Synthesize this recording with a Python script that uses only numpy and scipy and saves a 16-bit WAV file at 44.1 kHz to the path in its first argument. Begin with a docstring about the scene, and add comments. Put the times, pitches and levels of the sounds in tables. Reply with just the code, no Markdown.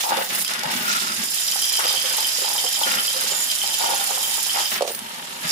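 """Coin sorter on a table

An electric coin sorter, close to a stereo pair of microphones in a small room. Its disc churns
a heap of coins in a plastic hopper, where loose ones hop and chink; coins clack along the track
and knock into plastic bins. Near the end the heap goes quiet, one coin drops hard and bounces,
then the churning picks up again."""
import sys
import numpy as np
from scipy import signal
from scipy.io import wavfile

SR = 44100
rng = np.random.default_rng(int(sys.argv[2]) if len(sys.argv) > 2 else 0)


def put_to_file(sound):
    """Save the sound as 16-bit audio at rate SR, in the file named by the first command-line argument."""
    columns = np.atleast_2d(sound).T  # one column per channel
    safe = np.clip(columns, -1, 1)
    whole_steps = np.round(safe * 32767)
    wavfile.write(sys.argv[1], SR, whole_steps.astype(np.int16))


N = 242991
TIME, AGE = np.arange(N) / SR, np.arange(SR // 5) / SR  # seconds into the scene, and after a blow
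LEAD_S = 16 / SR  # travel time between the microphones

# decay of the room: pitch_hz, t60_s
ROOM_DECAY = [(100, 0.037), (600, 0.18), (3000, 0.17), (8000, 0.058), (16000, 0.07)]
# spectra of room tone, drive, scraping, buried coins and loose coins: pitch_hz, gain_db
ROOM_TONE_EQ = [(20, -17), (36, -29), (50, -30), (70, -20), (200, -0.5), (1000, -18.5), (8000, -20),
                (16000, -29)]
RUMBLE_EQ = [(25, -55), (70, -31), (100, -3), (130, -8), (160, 0.5), (205, 7), (240, 9.5), (310, -4),
             (400, 3.5), (600, -53.5)]
SCRAPE_EQ = [(150, -27), (400, -10), (600, -9), (1150, -1.5), (1500, 0), (1950, 2.5), (2400, -3.5),
             (3200, -2.5), (6000, -8.5), (16000, -77)]
CLATTER_EQ = [(1200, -31.5), (2400, -2), (3400, 1), (4300, 1.5), (5500, 2.5), (6500, 0), (7600, 3.5),
              (10000, -34), (16000, -53)]
JINGLE_EQ = [(3000, -41), (6000, 1), (7800, 0.5), (9200, 3.5), (10600, 4), (12000, 1), (13500, -3.5),
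             (15500, -11.5)]

# the disc jolts against the heap and thumps the casing: start_s, level_db, pitch_hz
CASING_THUMPS = [(0.391, -30, 195), (0.652, -23.5, 156), (0.75, -15.5, 248), (0.803, -21, 228),
                 (1.192, -22, 208), (5.445, -22, 166)]
# the disc drags against the heap: start_s, length_s, scrape_db, rumble_db, singing_db, singing_hz
DISC_DRAGS = [(0.089, 0.13, -31.5, -41.5, -34, 1545), (0.281, 0.11, -33, -39.5, -54, 1450),
              (0.473, 0.15, -33.5, -44, -41, 1480), (0.63, 0.22, -33.5, -39, -35.5, 1560),
              (0.839, 0.14, -35.5, -40, -28, 1412), (1.002, 0.12, -37.5, -38, -36, 1380),
              (1.148, 0.086, -36, -39, -39, 1650), (1.78, 0.072, -31, -72, -51, 1260),
              (2.05, 0.089, -38.5, -64, -37, 1550), (2.842, 0.15, -31.5, -42, -31.5, 1423),
              (3.18, 0.22, -39.5, -48, -43, 1550), (3.777, 0.27, -40.5, -50, -40, 1470),
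              (4.534, 0.066, -33, -58, -41, 1304), (4.696, 0.084, -31.5, -43.5, -47.5, 1620),
              (4.855, 0.61, -43, -46, -62, 1630), (5.416, 0.07, -34.5, -53, -47, 1680)]
DRAG_RISE_S, DRAG_T60_S, SING_SAG_HZ_PER_S = 0.027, 0.29, 370

# modes of the coins on the track, in low, middle, upper middle and high groups: pitch_hz, t60_s, level_db
TRACK_COIN_MODES = [
    [(3136, 0.037, 2.5), (3250, 0.02, -4)],
    [(4945, 0.04, 5), (5060, 0.03, -1)],
    [(5350, 0.036, 4), (5746, 0.043, 0)],
    [(7074, 0.044, 3), (7330, 0.025, -3)],
]
COIN_DETUNE = 0.006  # coins differ in size, so their rings vary in pitch by this share
# flow of coins along the track: time_s, low_ring_db, middle_ring_db, high_ring_db
TRACK_FLOW = [(0, -42, -37, -50), (.25, -59, -48, -47), (.46, -48, -38, -48), (.7, -55, -44.5, -47),
              (1.25, -45, -36.5, -38.5), (1.45, -42, -34, -34), (1.7, -36, -33.5, -33),
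              (2.0, -33.5, -39, -52), (2.2, -36.5, -32.5, -37), (2.8, -41.5, -35.5, -36),
              (3.25, -36.5, -35, -44), (3.38, -41.5, -39, -32), (3.5, -39, -38, -40),
              (3.76, -39, -35.5, -34.5), (4.0, -38, -40, -36), (4.45, -36.5, -35, -36.5),
              (4.62, -35.5, -33, -38), (4.85, -49, -66, -58), (5.38, -47, -72, -51),
              (5.51, -51, -25.5, -34)]
# hard blows on the track: start_s, level_db, middle_ring_relative_db
TRACK_CLINKS = [(0.4634, -21, -12), (1.4834, -25, 8), (1.5208, -19, -1), (1.6226, -17, -4),
                (1.642, -17, -2), (1.6954, -19, 1), (1.737, -17, 1), (1.7566, -18, -11),
                (1.7716, -16.5, -0.5), (1.8673, -17, 2), (1.8876, -21.5, 8.5), (1.927, -26, -11),
                (1.971, -13.5, -14), (1.9897, -17, -15), (2.2458, -13.5, -13), (2.445, -20.5, -6),
                (2.581, -15, -13), (2.6656, -17, -11), (2.6763, -19, -15), (2.7325, -22, -11),
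                (2.758, -16.5, -14), (2.834, -11, -12), (2.987, -13.5, -19), (3.079, -15, -8),
                (3.5002, -16.5, -8), (3.5139, -19.5, -16), (3.616, -14.5, -25), (3.636, -19, -17),
                (3.706, -18, -14), (3.7412, -17.5, -4), (3.8613, -20, -11), (4.2356, -19, -17),
                (4.4949, -13.5, -17), (4.657, -18, 0)]
# coins spinning on their rims: start_s, length_s, level_db, pitch_hz
COIN_SPINS = [(0.903, 0.05, -35, 5800), (1.45, 0.48, -37.5, 5770), (1.87, 0.26, -37, 4900),
              (3.3, 0.14, -29.5, 7120), (4.378, 0.04, -32, 7100), (4.87, 0.035, -36, 8840)]

# modes of a bin: pitch_hz, t60_s, level_db, left_minus_right_db
BIN_MODES = [(387, 0.072, -5, -12), (455, 0.07, -3.5, -14), (525.3, 0.095, 5, -8), (676, 0.045, -1, -4),
             (749, 0.073, 4.5, -16), (826, 0.036, 7, -12.5), (884, 0.062, 9, 9.5), (946, 0.066, 3.5, 11.5),
             (1187, 0.023, 4, 15.5), (1316, 0.03, 3.5, -11)]
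BIN_DETUNE = 0.025  # spread of a bin's pitches from blow to blow, as a share
# coins knock on the bins, each spot favouring one pitch: start_s, level_db, struck_hz
BIN_KNOCKS = [(0.039, -25.5, 880), (0.093, -25, 883), (0.107, -23.5, 853), (0.12, -15.5, 850),
              (0.131, -24, 846), (0.174, -19, 413), (0.187, -21, 840), (0.213, -21.5, 500),
              (0.634, -25.5, 900), (0.667, -34, 920), (1.558, -26, 800), (1.793, -21, 1200),
              (1.85, -21.5, 540), (1.907, -26, 1010), (1.94, -23.5, 580), (2.04, -30, 510),
              (2.135, -27, 960), (2.183, -24, 940), (2.384, -27.5, 530), (2.42, -25, 412),
              (2.445, -24.5, 880), (2.478, -28, 870), (2.513, -27.5, 872), (2.552, -27, 900),
              (2.641, -24, 740), (2.648, -25, 520), (2.663, -30, 891), (2.814, -20, 885),
              (2.865, -23.5, 525), (3.162, -27, 506), (3.241, -27, 516), (3.318, -24.5, 530),
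              (3.335, -27, 1000), (3.637, -25.5, 820), (3.82, -29, 880), (3.841, -21.5, 820),
              (3.89, -21.5, 864), (3.919, -30, 525), (3.936, -21, 800), (4.009, -26, 740),
              (4.106, -22, 910), (4.11, -26, 503), (4.175, -25, 910), (4.378, -27, 937),
              (4.464, -28.5, 860), (4.573, -22.5, 855), (4.602, -23.5, 980)]
# coins rattle in a bin: start_s, length_s, level_db
BIN_RATTLES = [(0.033, 0.14, -34), (0.633, 0.061, -38.5), (1.772, 0.15, -39.5), (2.03, 0.19, -43.5),
               (2.445, 0.16, -43.5), (2.76, 0.23, -43), (3.13, 0.26, -44), (3.658, 0.05, -42.5),
               (3.793, 0.13, -33.5), (4.064, 0.22, -42.5), (4.533, 0.049, -37), (4.966, 0.5, -46.5)]
RATTLE_SPILL = 0.3  # share of a rattle that reaches all modes, wherever the coin lies
# modes of the floor of the nearest bin: pitch_hz, t60_s, level_db
BIN_FLOOR_MODES = [(558, 0.03, 3), (686, 0.02, 2), (855, 0.018, -7), (1120, 0.048, -17)]
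# one coin falls hard onto that floor and bounces: start_s, level_db
DROP_BOUNCES = [(4.8085, -4), (4.8225, -2), (4.838, -16), (4.852, -11.5), (4.877, -13)]
# the same coin rocks there: start_s, length_s, level_db
DROP_ROCKING = (4.826, 0.086, -34.5)

# churning of the heap in the hopper: time_s, clatter_db, jingle_db
HEAP_LEVELS = [(0.0, -22.5, -29), (0.11, -34, -36), (0.15, -52, -38), (0.17, -40, -35.5),
               (0.28, -33.5, -38), (0.35, -31.5, -30.5), (0.425, -28.5, -26), (0.437, -42, -37),
               (0.51, -28.5, -35), (0.62, -47, -42), (0.685, -40, -39), (0.72, -27.5, -33),
               (0.81, -35, -36.5), (0.92, -25, -32), (1.01, -28, -33.5), (1.28, -33.5, -34),
               (1.32, -29.5, -30), (1.53, -29, -31.5), (2.13, -26.5, -31), (2.74, -29.5, -31.5),
               (4.63, -28.5, -31), (4.78, -34, -34.5), (4.8, -58, -44), (4.86, -38, -44.5),
               (4.89, -32, -39), (4.96, -47.5, -38), (5.02, -41, -43.5), (5.38, -39.5, -43),
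               (5.5, -29, -32)]
TUMBLE_HZ = 34  # mean rate of the heap's small avalanches
# flurries of small coins: start_s, length_s, level_db
FLURRIES = [(0.0, 0.11, -42), (0.177, 0.13, -39), (0.333, 0.098, -37), (0.7, 0.21, -41), (4.2, 0.17, -40),
            (4.643, 0.13, -37), (4.867, 0.11, -41)]
# sharp clacks of coin on coin: start_s, level_db
COIN_CLACKS = [(0.0074, -14), (0.0938, -8.5), (0.17, -9), (0.4473, -7.5), (0.479, -9), (0.536, -8),
               (0.592, -10.5), (0.634, -9.5), (4.653, -13), (4.779, -14), (4.808, -17), (4.8214, -8),
               (4.877, -12), (4.9478, -17), (4.9905, -18)]
# coins left ringing after they land: start_s, level_db, pitch_hz, t60_s
COIN_PINGS = [(0.347, -21, 10200, 0.076), (0.447, -17, 10440, 0.018), (4.917, -27, 8800, 0.04),
              (4.949, -18, 9670, 0.015), (4.99, -19.5, 9300, 0.015)]
# modes of a loose coin: pitch_hz, t60_s, level_db
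COIN_MODES = [(9800, 0.037, -3), (10490, 0.1, 1), (11300, 0.051, -2), (12250, 0.033, -6)]
# hardest landings of loose coins on top of the heap: start_s
LANDINGS = [1.2387, 1.341, 1.4075, 1.4772, 1.6167, 1.6533, 1.6927, 1.7273, 1.767, 1.8783, 1.927, 2.0246,
            2.2037, 2.2689, 2.419, 2.491, 2.535, 2.6879, 2.789, 2.822, 2.918, 3.035, 3.129, 3.4036, 3.4412,
            3.552, 3.787, 3.9455, 4.04, 4.3404, 4.429]
HOP_DB, HOP_S = -4.5, 0.038  # relative level and spacing of the lighter hops between them


def amp(db):
    """Decibels to gain."""
    return 10 ** (np.asarray(db) / 20)


def pan(db):
    """Left and right gains; positive leans to the left microphone."""
    return amp([[db / 2], [-db / 2]])


def follow(table):
    """One gain curve for each dB column of a table."""
    times, *columns = np.transpose(table)
    return [amp(np.interp(TIME, times, db)) for db in columns]


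def swell(s, length, db, rise_s, t60):
    """Gain of one event: it rises, holds to the end of its length and dies away."""
    age = TIME - s
    return np.clip(age / rise_s, 0, 1) * amp(db - 60 * np.maximum(age - length, 0) / t60)


def together(gains):
    """Independent sounds add in power."""
    return np.sqrt(sum(gain ** 2 for gain in gains))


def latest(starts):
    """Index of the most recent event at each sample."""
    return np.maximum(np.searchsorted(np.sort(starts), TIME) - 1, 0)


def curve_at(points, hz):
    """Joins points by straight lines over log frequency."""
    points_hz, values = np.transpose(points)
    return np.interp(np.log(hz + 1), np.log(points_hz), values)


def convolve(x, response):
    """Convolution along time, cut to the length of the scene."""
    return signal.oaconvolve(np.atleast_2d(x), np.atleast_2d(response), axes=1)[:, :N]


def colour(x, points):
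    """Minimum-phase filter through (pitch_hz, gain_db) points."""
    log_gain = np.log(amp(curve_at(points, abs(np.fft.fftfreq(4096, 1 / SR)))))
    spectrum = np.exp(np.conj(signal.hilbert(log_gain)))
    return convolve(x, np.fft.ifft(spectrum).real[:2048])


def passband(x, hz, kind, order=4):
    """Low-, high- or band-pass filter."""
    return signal.sosfilt(signal.butter(order, hz, kind, fs=SR, output="sos"), x)


def levelled(x, band_hz=(20, 20000)):
    """Scales a pair so that its centre has rms 1 within a band."""
    return x / passband(x.mean(0), band_hz, "band").std()


def add(mix, s, sound):
    """Mixes a sound in at time s."""
    part = mix[:, max(round(s * SR), 0):][:, :sound.shape[1]]
    part += sound[:, :part.shape[1]]


def fade(t60):
    """Free decay after a blow."""
    return amp(-60 * AGE / t60)


def ring(hz, t60, lead_s=LEAD_S):
    """A struck mode, reaching the left microphone a little later."""
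    age = np.maximum(AGE - np.array([[lead_s], [0]]), 0)
    return np.sin(2 * np.pi * hz * age) * fade(t60)


def impacts(per_s, spread_db):
    """Random blows of uneven strength."""
    strength = amp(spread_db * np.minimum(rng.exponential(1, N), 3))
    return strength * rng.choice([-1, 1], N) * (rng.random(N) < per_s / SR)


def crack(t60):
    """A contact scattered by the plastic walls, differently toward each microphone."""
    burst = rng.standard_normal((2, len(AGE))) * fade(t60)
    return burst / np.linalg.norm(burst[0])


def left_first(x, stray_db):
    """Sound reaches the left microphone first; a share strays round the casing to both."""
    direct = np.array([x, np.roll(x, round(LEAD_S * SR))])
    return direct + amp(stray_db) * convolve(x, crack(0.014))


def right_first(x, stray_db):
    """Sound reaches the right microphone first; a share strays round the casing to the left."""
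    stray = convolve(x, crack(0.016))[0]
    return np.array([np.roll(x, round(LEAD_S * SR)) + amp(stray_db) * stray, x])


def room(x, wet_db):
    """Adds the short tail of a small room."""
    hz, t, noise = signal.stft(rng.standard_normal((2, SR // 3)), SR, nperseg=256)
    decay = amp(-60 * t / curve_at(ROOM_DECAY, hz)[:, None])
    tail = signal.istft(noise * decay, SR, nperseg=256)[1]
    tail[:, :SR // 250] = 0  # the first echo takes 4 ms
    return x + amp(wet_db) * convolve(x, tail / np.linalg.norm(tail[0]))


def room_tone(mains_hz=50):
    """Behind the machine lie the room's noise floor and a faint mains hum."""
    floor = colour(right_first(rng.standard_normal(N), stray_db=-18), ROOM_TONE_EQ)
    return amp(-56) * levelled(floor) + amp(-71) * np.sin(2 * np.pi * mains_hz * TIME)


def drive():
    """The geared drive rumbles through the casing, louder whenever the disc drags."""
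    rumble = colour(right_first(impacts(per_s=560, spread_db=-1), stray_db=-12), RUMBLE_EQ)
    strains = [swell(s, length, db, DRAG_RISE_S, DRAG_T60_S) for s, length, _, db, _, _ in DISC_DRAGS]
    running = amp(-58)
    load = together([running, *strains])
    return amp(-4) * levelled(rumble, (130, 330)) * load * pan(1.6)


def thumps():
    """Each jolt rings the casing briefly, with a weaker rocking of the machine an octave below."""
    out = np.zeros((2, N))
    for s, db, hz in CASING_THUMPS:
        casing = ring(hz, 0.1) + amp(-16.5) * ring(hz / 2, 0.09)
        add(out, s, amp(db) * casing * (1 - fade(0.082)))
    return room(out, wet_db=-8)


def tumbling(depth_db, count=24):
    """Random gain of the heap's small avalanches."""
    t = TIME[::128]
    wave = sum(np.sin(2 * np.pi * (TUMBLE_HZ * (0.5 + spread) * t + phase))
               for spread, phase in rng.random((count, 2)))
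    return amp(depth_db * np.interp(TIME, t, wave / wave.std()))


def drag_pitch():
    """Each drag starts singing on its own note, which sinks as the disc slows."""
    s, length, _, _, _, hz = np.transpose(DISC_DRAGS)
    drag = latest(s)
    return hz[drag] - SING_SAG_HZ_PER_S * np.clip(TIME - s[drag], 0, length[drag])


def sing(x, hz, width_hz):
    """A resonance that follows a pitch curve."""
    carrier = np.exp(2j * np.pi * np.cumsum(hz) / SR)
    pole = np.exp(-np.pi * width_hz / SR)
    sung = (carrier * signal.lfilter([1], np.poly([pole, pole]), x / carrier)).real
    return sung / sung.std()


def scraping():
    """Coin rims slip over the disc in tiny jerks, hardest in a drag, when resonances sing along."""
    slips = right_first(impacts(per_s=1000, spread_db=2.5), stray_db=0)
    scattered = np.array([impacts(per_s=900, spread_db=3) for _ in range(2)])
    scrape = colour(room(slips + amp(-1) * scattered, wet_db=-7), SCRAPE_EQ)
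    scrape = passband(levelled(scrape, (1200, 2700)), 5500, "low")  # the scraping carries little treble above 5.5 kHz
    dragging = together(swell(s, length, db, DRAG_RISE_S, DRAG_T60_S)
                        for s, length, db, _, _, _ in DISC_DRAGS)
    singing = together(swell(s, length, db, DRAG_RISE_S, DRAG_T60_S)
                       for s, length, _, _, db, _ in DISC_DRAGS)
    sliding = amp(-10.5) * follow(HEAP_LEVELS)[0]  # between drags the heap slides on the disc
    friction = together([dragging, sliding]) * tumbling(depth_db=1.42)
    hz = drag_pitch()
    song = sing(slips, hz, width_hz=140) + amp(-8.5) * sing(scattered, 1.75 * hz, width_hz=270)
    return amp(-2) * scrape * friction * pan(0.21) + song * singing


def track_ring(modes, lead_s):
    """One group of coin modes after a blow on the track; every coin shifts the pitch a little."""
    shift = rng.normal(1, COIN_DETUNE)
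    return sum(amp(db) * ring(hz * shift, t60, lead_s) for hz, t60, db in modes)


def track(coins=10):
    """Coins chatter along the track, right of centre; each blow rings one group of the coins' modes."""
    out = np.zeros((2, N))
    low, middle, high = follow(TRACK_FLOW)
    for modes, gain in zip(TRACK_COIN_MODES, (low, middle, amp(-5) * middle, high)):
        rung = np.zeros((2, N))
        for _ in range(coins):
            blows = impacts(per_s=480 / coins, spread_db=3.5)
            rung += convolve(blows, track_ring(modes, rng.random() * LEAD_S))
        out += gain * levelled(room(rung, wet_db=-10.5))
    return amp(-0.5) * out * pan(-4.5)


def clinks():
    """The hardest blows on the track: a faint tick, then the low and the two middle rings."""
    out = np.zeros((2, N))
    for s, db, middle_db in TRACK_CLINKS:
        low, middle, upper = (track_ring(modes, LEAD_S / 8) for modes in TRACK_COIN_MODES[:3])
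        rung = low + amp(middle_db - 2) * (middle + amp(-3) * upper)
        tick = amp(-1) * crack(0.012)
        add(out, s, amp(db - 2.3) * (rung * (1 - fade(0.004)) + tick))
    return room(out, wet_db=-6.5) * pan(-2)


def spins():
    """A coin spins on its rim, and its rapid contacts keep one ring going."""
    out = np.zeros((2, N))
    for s, length, db, hz in COIN_SPINS:
        contacts = left_first(impacts(per_s=1700, spread_db=1), stray_db=0)
        rung = convolve(contacts, ring(hz, 0.07))
        out += rung / rung.std() * swell(s, length, db, rise_s=0.01, t60=0.15)
    return amp(-1.5) * out * pan(-10)


def thin_walls(x):
    """The small, thin walls of a bin radiate hardly any bass."""
    return passband(x, 360, "high")


def favour(hz, struck_hz):
    """The struck spot on a bin feeds the modes near one pitch, those above more than those below."""
    octaves = np.log2(hz / struck_hz)
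    return 1 / (1 + (octaves / np.where(octaves > 0, 0.28, 0.16)) ** 2)


def bin_ring(struck_hz):
    """A blow on a bin; the coins lying inside shift its modes from blow to blow."""
    shifts = 1 + BIN_DETUNE * rng.standard_normal(len(BIN_MODES))
    blow = sum(amp(db) * favour(hz, struck_hz) * ring(hz * shift, t60) * pan(side_db)
               for (hz, t60, db, side_db), shift in zip(BIN_MODES, shifts))
    return blow / abs(blow.mean(0)).max()


def bin_rattle():
    """Coins rattle where the last one landed, in bouts that start quickly and settle slowly."""
    starts, _, struck_hz = np.transpose(BIN_KNOCKS)
    latest_hz = struck_hz[latest(starts)]
    rattle = np.zeros((2, N))
    for hz, t60, db, side_db in BIN_MODES:
        blows = impacts(per_s=320, spread_db=0.5) * (RATTLE_SPILL + favour(hz, latest_hz))
        rattle += amp(db) * convolve(blows, ring(hz, t60) * pan(side_db))
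    bouts = together(swell(*row, rise_s=0.013, t60=0.59) for row in BIN_RATTLES)
    return amp(0.5) * bouts * levelled(rattle)


def bins():
    """Coins knock into the bins, rims hitting the plastic with a dry rasp, and rattle to rest."""
    knocks, contacts = np.zeros((2, N)), np.zeros((2, N))
    for s, db, hz in BIN_KNOCKS:
        add(knocks, s, amp(db + 0.5) * bin_ring(hz))
        add(contacts, s, amp(db + 18.5) * crack(0.031))
        # the coin rocks on its rim, so a second contact follows at once
        add(knocks, s + rng.uniform(0.00303, 0.00716), amp(db - 4) * bin_ring(hz))
    rasp = colour(contacts, [(500, -5.5), (1300, 12), (2000, -4), (3200, -17), (8000, -35)])
    return room(thin_walls(knocks + rasp + bin_rattle()), wet_db=-9)


def drop():
    """One coin clunks onto the floor of the bin nearest the microphones, bounces and rocks to rest."""
    clunk = sum(amp(db) * ring(hz, t60, LEAD_S / 2) for hz, t60, db in BIN_FLOOR_MODES)
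    rocking = levelled(convolve(impacts(per_s=400, spread_db=0.5), clunk))
    out = rocking * swell(*DROP_ROCKING, rise_s=0.014, t60=0.15)
    for s, db in DROP_BOUNCES:
        add(out, s, amp(db - 6.5) * clunk * (1 - fade(0.008)))
    return room(thin_walls(out), wet_db=-20) * pan(-4.5)


def collisions(per_s, spread_db, crack_t60, ring_db, band_hz, coins=44):
    """Many coins collide, each with a crack and its own mode, quickly damped by its neighbours."""
    places = np.zeros((4, 2, N))  # four places in the hopper, each with its own echoes
    for k, hz in enumerate(np.geomspace(*band_hz, coins)):
        mode = ring(hz * rng.normal(1, 0.0038), t60=0.02, lead_s=rng.random() * LEAD_S)
        coin = crack(crack_t60) + amp(ring_db) * mode / np.linalg.norm(mode[0])
        blows = impacts(per_s / coins, spread_db)
        places[k % len(places)] += convolve(blows, coin * pan(rng.normal(0, 3)))
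    return sum(room(place, wet_db=-3.5) for place in places)


def sparkle():
    """Small, thin coins jostle in flurries and ring at the very top of the treble."""
    thin = collisions(per_s=700, spread_db=3, crack_t60=0.015, ring_db=4,
                      band_hz=(14300, 15900), coins=8)
    thin = levelled(colour(thin, [(6000, -40), (13500, -9), (14500, -6)]))
    return amp(2.5) * thin * together(swell(*row, rise_s=0.016, t60=0.11) for row in FLURRIES)


def clacks():
    """The hardest collisions in the heap crack; now and then a coin skitters free and pings."""
    cracks, pings = np.zeros((2, N)), np.zeros((2, N))
    for s, db in COIN_CLACKS:
        add(cracks, s, amp(db + 12) * crack(0.028))
    for s, db, hz, t60 in COIN_PINGS:
        ping = convolve(crack(0.023), ring(hz, t60))
        add(pings, s, amp(db + 1.5) * ping / abs(ping).max())
    cracks = colour(cracks, [(300, -40), (1500, -3.5), (3000, 1.5), (5000, 3.5),
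                             (8000, -2), (11000, -4.5), (15500, -11)])
    return room(cracks + pings, wet_db=-10) * pan(-4.5)


def chink():
    """One landing: a tick and the coin's own modes, which differ a little from coin to coin."""
    shift = rng.normal(1, 2 * COIN_DETUNE)
    rung = sum(amp(db + rng.normal(0, 3.7)) * ring(hz * shift, t60, rng.random() * LEAD_S)
               for hz, t60, db in COIN_MODES)
    tick = passband(crack(0.035), (7000, 14500), "band", order=2)
    landing = rung / np.linalg.norm(rung[0]) + amp(6.5) * tick
    return landing / np.linalg.norm(landing[0])


def hopping():
    """Loose coins land hard on top of the heap and hop at a quick, uneven beat in between."""
    out = np.zeros((2, N))
    for s, next_s in zip(LANDINGS, LANDINGS[1:] + [LANDINGS[-1] + 2 * HOP_S]):
        add(out, s, chink())
        hops = max(round((next_s - s) / HOP_S), 1)
        for k in range(1, hops):
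            hop_start = s + (next_s - s) * (k + rng.normal(0, 0.15)) / hops
            add(out, hop_start, amp(HOP_DB + rng.normal(0, 2.9)) * chink())
    return amp(1) * out * pan(-3.5)


def heap():
    """In the hopper, close and to the right, buried coins clatter dully and loose ones jingle."""
    clatter_gain, jingle_gain = follow(HEAP_LEVELS)
    clatter = collisions(per_s=900, spread_db=6.5, crack_t60=0.033, ring_db=-9.5, band_hz=(3317, 6865))
    jingle = collisions(per_s=1700, spread_db=4.5, crack_t60=0.052, ring_db=-10.5,
                        band_hz=(8156, 14820))
    clatter = amp(-3.5) * levelled(colour(clatter, CLATTER_EQ) * pan(-5), (3400, 6800))
    jingle = colour(jingle, JINGLE_EQ)
    # the left microphone is shaded from the hopper, except in the highest treble
    jingle[:1] = colour(jingle[:1], [(5000, -51), (8000, -6.5), (11000, -4.5), (14000, 1.5)])
    jingle = amp(-0.16) * levelled(jingle, (8000, 15000))
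    return tumbling(depth_db=0.38) * (clatter * clatter_gain + jingle * jingle_gain)


def scene():
    """The whole machine at work, heard from close by."""
    coins = heap() + hopping() + sparkle() + scraping() + track() + clinks() + spins() + clacks()
    return coins + bins() + drop() + drive() + room_tone() + thumps()


def record(dry):
    """The recorder cuts the treble above 15.6 kHz."""
    lowpass = signal.firwin(511, 15600, window=("kaiser", 9), fs=SR)
    return signal.oaconvolve(dry, lowpass[None], "same")


dry = scene()
out = record(dry)
put_to_file(out)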